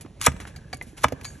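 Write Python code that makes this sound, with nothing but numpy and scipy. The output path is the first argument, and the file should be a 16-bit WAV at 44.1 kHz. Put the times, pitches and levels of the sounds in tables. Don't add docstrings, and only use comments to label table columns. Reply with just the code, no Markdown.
import sys
import numpy as np
from scipy import signal
from scipy.fft import rfft, irfft, next_fast_len
from scipy.io import wavfile
from scipy.ndimage import uniform_filter1d

SR = 44100
rng = np.random.default_rng(int(sys.argv[2]) if len(sys.argv) > 2 else 0)


def bounce(signal):
    frames = np.transpose(np.atleast_2d(signal))
    limited = np.clip(frames, -1, 1)
    pcm = np.round(limited * 32767).astype(np.int16)
    wavfile.write(sys.argv[1], SR, pcm)


N = 61739
T = np.arange(N) / SR
HZ = np.fft.rfftfreq(4096, 1 / SR)

# start in seconds, level in dB, hold and t60 in seconds,
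# tilt in dB per octave.
HORN_SNAPS = [(0.2624, -10, 0.0053, 0.017, 0.9), (1.0391, -18, 0.0079, 0.02, -9)]


def amp(db):
    return 10 ** (np.asarray(db) / 20)


def unit(x):
    return x / np.sqrt(np.mean(x ** 2) + 1e-20)


def curve(points, hz, column=1):
    rows = np.array(points, float)
    return np.interp(np.log(hz + 1), np.log(rows[:, 0] + 1), rows[:, column])


def tint(x, colour, tilt_db=0):
    db = curve(colour, HZ) + tilt_db * np.log2(np.maximum(HZ, 100))
    cepstrum = irfft(np.log(amp(db - db.max()) + 1e-5))
    half = len(HZ) - 1
    cepstrum[1:half] *= 2
    cepstrum[half + 1:] = 0
    impulse = irfft(np.exp(rfft(cepstrum)))[:half]
    return signal.fftconvolve(x, impulse / np.linalg.norm(impulse))[:N]


def envelope(start, rise, t60, hold=0):
    t = T - start
    attack = np.clip(t / max(rise, 1 / SR), 0, 1)
    return attack * np.exp(-np.log(1000) * np.maximum(t - rise - hold, 0) / t60)


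def wander(seconds):
    size = max(1, round(seconds * SR))
    smoothed = uniform_filter1d(rng.standard_normal(N), size, mode="wrap")
    return unit(uniform_filter1d(smoothed, size, mode="wrap"))


def grit(grains_per_s=9000, spread_db=1.5):
    size = amp(spread_db * np.minimum(rng.exponential(1, N), 4))
    return unit(size * rng.choice([-1, 1], N) * (rng.random(N) < grains_per_s / SR))


def ring(start, modes, rise):
    return sum((-1) ** k * amp(db) * envelope(start, rise, t60) * np.sin(2 * np.pi * hz * (T - start))
               for k, (hz, t60, db) in enumerate(modes))


def rough_tone(hz, depth=0.9, flutter_s=0.004):
    phase = 2 * np.pi * hz * T
    return (1 + depth * wander(flutter_s)) * np.sin(phase) + depth * wander(flutter_s) * np.cos(phase)


def outdoor_air(level_db=-44.5, swell_db=1.6):
    # frequency in Hz, relative level in dB.
    colour = [(18, -50), (32, -9.5), (55, -6.5), (140, -8.5), (260, -18.5), (600, -26.5), (1200, -37.5),
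              (2400, -38.5), (4800, -45), (7000, -45), (9000, -44.5), (11000, -45.5), (12300, -84),
              (15000, -86)]
    swell = unit(sum(np.sin(2 * np.pi * (hz * T + rng.random())) for hz in np.geomspace(1, 10, 10)))
    return amp(level_db) * unit(tint(rng.standard_normal(N), colour) * amp(swell_db * swell))


def reflections(x, bands, delay_s):
    hz, t, noise = signal.stft(rng.standard_normal(SR), SR, nperseg=256)
    fall = np.exp(-np.log(1000) * t / curve(bands, hz, column=2)[:, None])
    fall *= amp(curve(bands, hz))[:, None] / np.sqrt(SR * np.mean(fall ** 2, axis=1, keepdims=True))
    tail = signal.istft(noise * fall, SR, nperseg=256)[1]
    return signal.fftconvolve(x, np.r_[np.zeros(round(delay_s * SR)), tail])[:N]


def after_ring(level_db=-56.5):
    fade = sum(envelope(start, rise=0, t60=3.0) for start, *_ in HORN_SNAPS)
    return amp(level_db) * fade * wander(seconds=0.004) * rough_tone(hz=1653)


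def handling_bumps(t60=0.064):
    # start in seconds, level in dB, pitch in Hz.
    bumps = [(.108, -36, 129), (0.342, -28, 173), (0.423, -36, 184.6), (0.655, -35, 139),
             (.868, -37.5, 225), (.931, -38.5, 311), (1.082, -34, 288), (1.125, -28, 270),
             (1.276, -37.5, 156)]
    return sum(ring(start, [(hz, t60, db)], rise=0.001) for start, db, hz in bumps)


def falling_parings():
    # start in seconds, ring level in dB, pitch in Hz, ring t60 in seconds,
    # click level in dB, click tilt in dB per octave.
    contacts = [(0.0488, -28, 287.1, 0.019, -44, -4), (.0605, -56, 585, 0.0135, -40.5, -1.5),
                (0.4526, -28, 1670, 0.0052, -37.5, -1), (0.8125, -26, 2048, 0.043, -30, -2),
                (1.0835, -32, 2230, 0.017, -30.5, 4), (1.1222, -15.5, 512, 0.0093, -33, 5.5),
                (1.212, -42, 2430, 0.021, -41, 6)]
    # frequency in Hz, relative level in dB.
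    colour = [(150, 9), (700, 16), (2200, 12.5), (4000, 0), (8000, -7), (11500, -10), (14500, -46)]
    out = np.zeros(N)
    for start, ring_db, hz, t60, click_db, tilt_db in contacts:
        click = tint(grit() * envelope(start, rise=0, t60=0.029), colour, tilt_db)
        out += amp(click_db) * click + ring(start, [(hz, t60, ring_db)], rise=1 / hz)
    return out


def blade_scrapes():
    # start in seconds, level in dB, rise and t60 in seconds, tilt in dB per octave.
    strokes = [(.009, -39, 0.0014, 0.071, 1), (.316, -33.5, 0.0025, 0.047, -5.5),
               (0.364, -35, 0.00079, 0.032, -6), (0.4, -29.5, 0.0028, 0.0368, -5),
               (0.409, -39.5, 0.0019, 0.14, -4), (0.463, -40, 0.013, 0.12, -4.5),
               (0.743, -38, 0.00084, 0.031, 0), (0.769, -46, 0.0011, 0.037, 3),
               (0.823, -41.5, 0.00078, 0.074, 4), (0.856, -53, 0.018, 0.33, 0),
               (0.964, -40.5, 0.017, 0.12, -3), (1.231, -49, 0.0034, 0.8, 0.5)]
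    # frequency in Hz, relative level in dB.
    colour = [(150, -8.5), (800, -9), (2200, -1.5), (4500, -5.5), (7000, -1), (9000, 2.5), (11200, 0.5),
              (12700, -27), (15000, -34)]
    return sum(amp(db) * tint(grit() * envelope(start, rise, t60), colour, tilt_db)
               for start, db, rise, t60, tilt_db in strokes)


def blade_taps():
    # start in seconds, tick level in dB, tick t60 in seconds, tick tilt in dB per octave,
    # steel and hoof ring levels in dB.
    taps = [(.5615, -41, 0.063, 2, -72, -51), (.7293, -28, 0.045, -1, -54, -31.5),
            (1.2454, -35, 0.054, 1.5, -41, -51), (1.251, -29.5, 0.028, 1, -44, -59)]
    # frequency in Hz, relative level in dB.
    colour = [(120, -8.5), (600, -4.5), (1950, 3), (3500, -5), (4500, 3.5), (5300, -7.5), (7500, -3.5),
              (11000, -9), (14000, -38)]
    # frequency in Hz, t60 in seconds, relative level in dB.
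    steel_modes = [(1690, 0.16, -12.5), (2240, 0.11, -5), (3500, 0.083, -38), (4555, 0.22, -7.5),
                   (4695, 0.069, -4.5), (6674, 0.21, -4), (7600, 0.42, -15), (8750, 0.3, -35)]
    hoof_modes = [(498, 0.0072, -3), (751.5, 0.029, 2.5), (1160, 0.051, -13), (1665, 0.026, -3),
                  (2245, 0.094, -7), (4553, 0.0097, 0.5)]
    out = np.zeros(N)
    for start, tick_db, tick_t60, tilt_db, steel_db, hoof_db in taps:
        steel = sum(amp(db) * envelope(start, 0, t60) * rough_tone(hz) for hz, t60, db in steel_modes)
        tick = tint(grit() * envelope(start, 0, tick_t60), colour, tilt_db)
        hoof = ring(start, hoof_modes, rise=0.00655)
        out += amp(tick_db) * tick + amp(steel_db) * steel + amp(hoof_db) * hoof
    return out


def bench_thumps():
    # start in seconds, level in dB.
    thumps = [(0.2763, -18.5), (0.7419, -38), (1.0487, -24), (1.128, -32)]
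    # frequency in Hz, t60 in seconds, relative level in dB.
    modes = [(72.8, 0.16, 0.5), (133.2, 0.1224, -0.5), (183.3, 0.065, -4), (262.8, 0.061, 0)]
    return -sum(amp(db) * ring(start, modes, rise=0.00043) for start, db in thumps)


def plank_knocks(rise_s=0.002):
    # start in seconds, ring and crunch levels in dB, crunch t60 in seconds, spot 0 or 1.
    knocks = [(0.2674, -13, -13.5, 0.052, 0), (0.2739, -27, -22, 0.041, 0), (1.0421, -9.5, -11, 0.017, 1)]
    # frequency in Hz, t60 in seconds, relative dB struck at spots 0 and 1.
    plank_modes = [(450.5, 0.03, -4.5, -7.5), (666, 0.014, -6, -5), (849, 0.01, -24.5, -12.5),
                   (987, 0.016, -15.5, 2.5), (1238, 0.027, 3, -2), (1348, 0.04, -27, -16.5),
                   (1670, 0.02, -6, -14), (1888, 0.022, -36, -7.5), (2043, 0.036, -6, -13),
                   (2344, 0.026, -4, -11.5), (2950, 0.028, -35, -12), (3480, 0.033, -13.5, -21)]
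    # frequency in Hz, relative level in dB.
    colour = [(60, -25), (300, -5.5), (600, -3.5), (1200, -1.5), (2200, -6), (3200, -14.5), (5000, -31.5),
              (9000, -20), (14000, -47)]
    out = np.zeros(N)
    for start, ring_db, crunch_db, crunch_t60, spot in knocks:
        modes = [(hz, t60, levels[round(spot)]) for hz, t60, *levels in plank_modes]
        crunch = tint(grit() * envelope(start, rise_s, crunch_t60), colour)
        out += amp(ring_db) * ring(start, modes, rise_s) + amp(crunch_db) * crunch
    return out


def horn_cuts(clump_db=3, clump_s=0.00208):
    # start and length in seconds, final level in dB, growth in dB.
    pushes = [(0.1987, 0.016, -36, 19), (.2137, .004, -21.5, 6), (.218, .0455, -23.5, 12.5),
              (0.987, 0.047, -40.5, 24), (1.0345, 0.009, -21, 12)]
    # frequency in Hz, relative level in dB.
    crunch_colour = [(100, -17), (600, -11), (1150, 6.5), (2200, 4.5), (4600, 2), (7000, 4), (8200, 7),
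                     (9500, 2.5), (11000, 4.5), (12500, -12), (15000, -27)]
    snap_colour = [(100, -58.5), (450, -18.5), (1000, -13), (2300, -10), (2900, -15.5), (3500, -5),
                   (4700, -20), (5800, -3), (7000, -7.5), (7850, 2), (9000, -6.5), (11500, -16),
                   (14500, -30.5)]
    force = np.zeros(N)
    for start, length, end_db, growth_db in pushes:
        remaining = np.maximum(1 - (T - start) / length, 0)
        force += amp(end_db - growth_db * remaining) * (T >= start) * (T < start + length)
    snaps = sum(tint(grit() * amp(db) * envelope(start, 0, t60, hold), snap_colour, tilt_db)
                for start, db, hold, t60, tilt_db in HORN_SNAPS)
    fractures = unit(grit() * amp(clump_db * wander(clump_s)))
    return tint(force * fractures, crunch_colour) + snaps


def scene():
    # frequency in Hz, level in dB, t60 in seconds.
    near = [(101, -23, 0.13), (490, -9, 0.051), (1520, -17.5, 0.068), (4880, -15.5, 0.1112),
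            (13000, -21, 0.068)]
    yard = [(101, -43, 0.58), (383, -20.5, 0.63), (1130, -35, 1), (2200, -30.5, 1), (6030, -36.5, 1),
            (13000, -39, 0.66)]
    direct = horn_cuts() + plank_knocks() + bench_thumps()
    direct += blade_taps() + handling_bumps() + falling_parings() + blade_scrapes()
    middle = direct + reflections(direct, near, delay_s=0.005) + reflections(direct, yard, delay_s=0.033)
    middle += outdoor_air() + after_ring()
    side = amp(-3.5) * reflections(direct, yard, delay_s=0.075)
    side += amp(-2) * reflections(direct, near, delay_s=0.0022)
    side += amp(-21) * outdoor_air()
    return np.array([middle + side, middle - side])


def record(dry):
    # frequency in Hz, lead of the left in radians.
    port_phase = [(30, 0), (300, 0), (850, .55), (1300, -.2), (2500, .55), (4000, .65), (4600, 1.7),
                  (5000, 3.7), (5550, 6.05), (6100, 6.4), (7000, 7.5), (8000, 8.9), (9100, 9.42),
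                  (10000, 10.3), (11900, 12.57)]
    # frequency in Hz, left minus right in dB.
    port_balance = [(60, -0.5), (160, -2), (330, -6), (650, -5.5), (950, -5), (1500, 0.7), (12000, -0.5)]
    low_cut_hz, high_cut_hz, ceiling = 32, 15000, 0.85
    size = next_fast_len(N + len(HZ))
    hz = np.fft.rfftfreq(size, 1 / SR)
    phase, balance = curve(port_phase, hz), amp(curve(port_balance, hz))
    ports = np.array([balance * np.exp(.5j * phase), np.exp(-.5j * phase)])
    ports /= np.sqrt((1 + balance ** 2) / 2)
    pair = irfft(rfft(dry, size) * ports, size)[:, :N]
    pair = signal.sosfilt(signal.butter(2, low_cut_hz, "highpass", fs=SR, output="sos"), pair)
    pair = pair / (1 + (pair / ceiling) ** 6) ** (1 / 6)
    band_limit = signal.firwin(255, high_cut_hz, window=("kaiser", 9), fs=SR)
    return signal.oaconvolve(pair, band_limit[None], "same")


dry = scene()
out = record(dry)
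bounce(out)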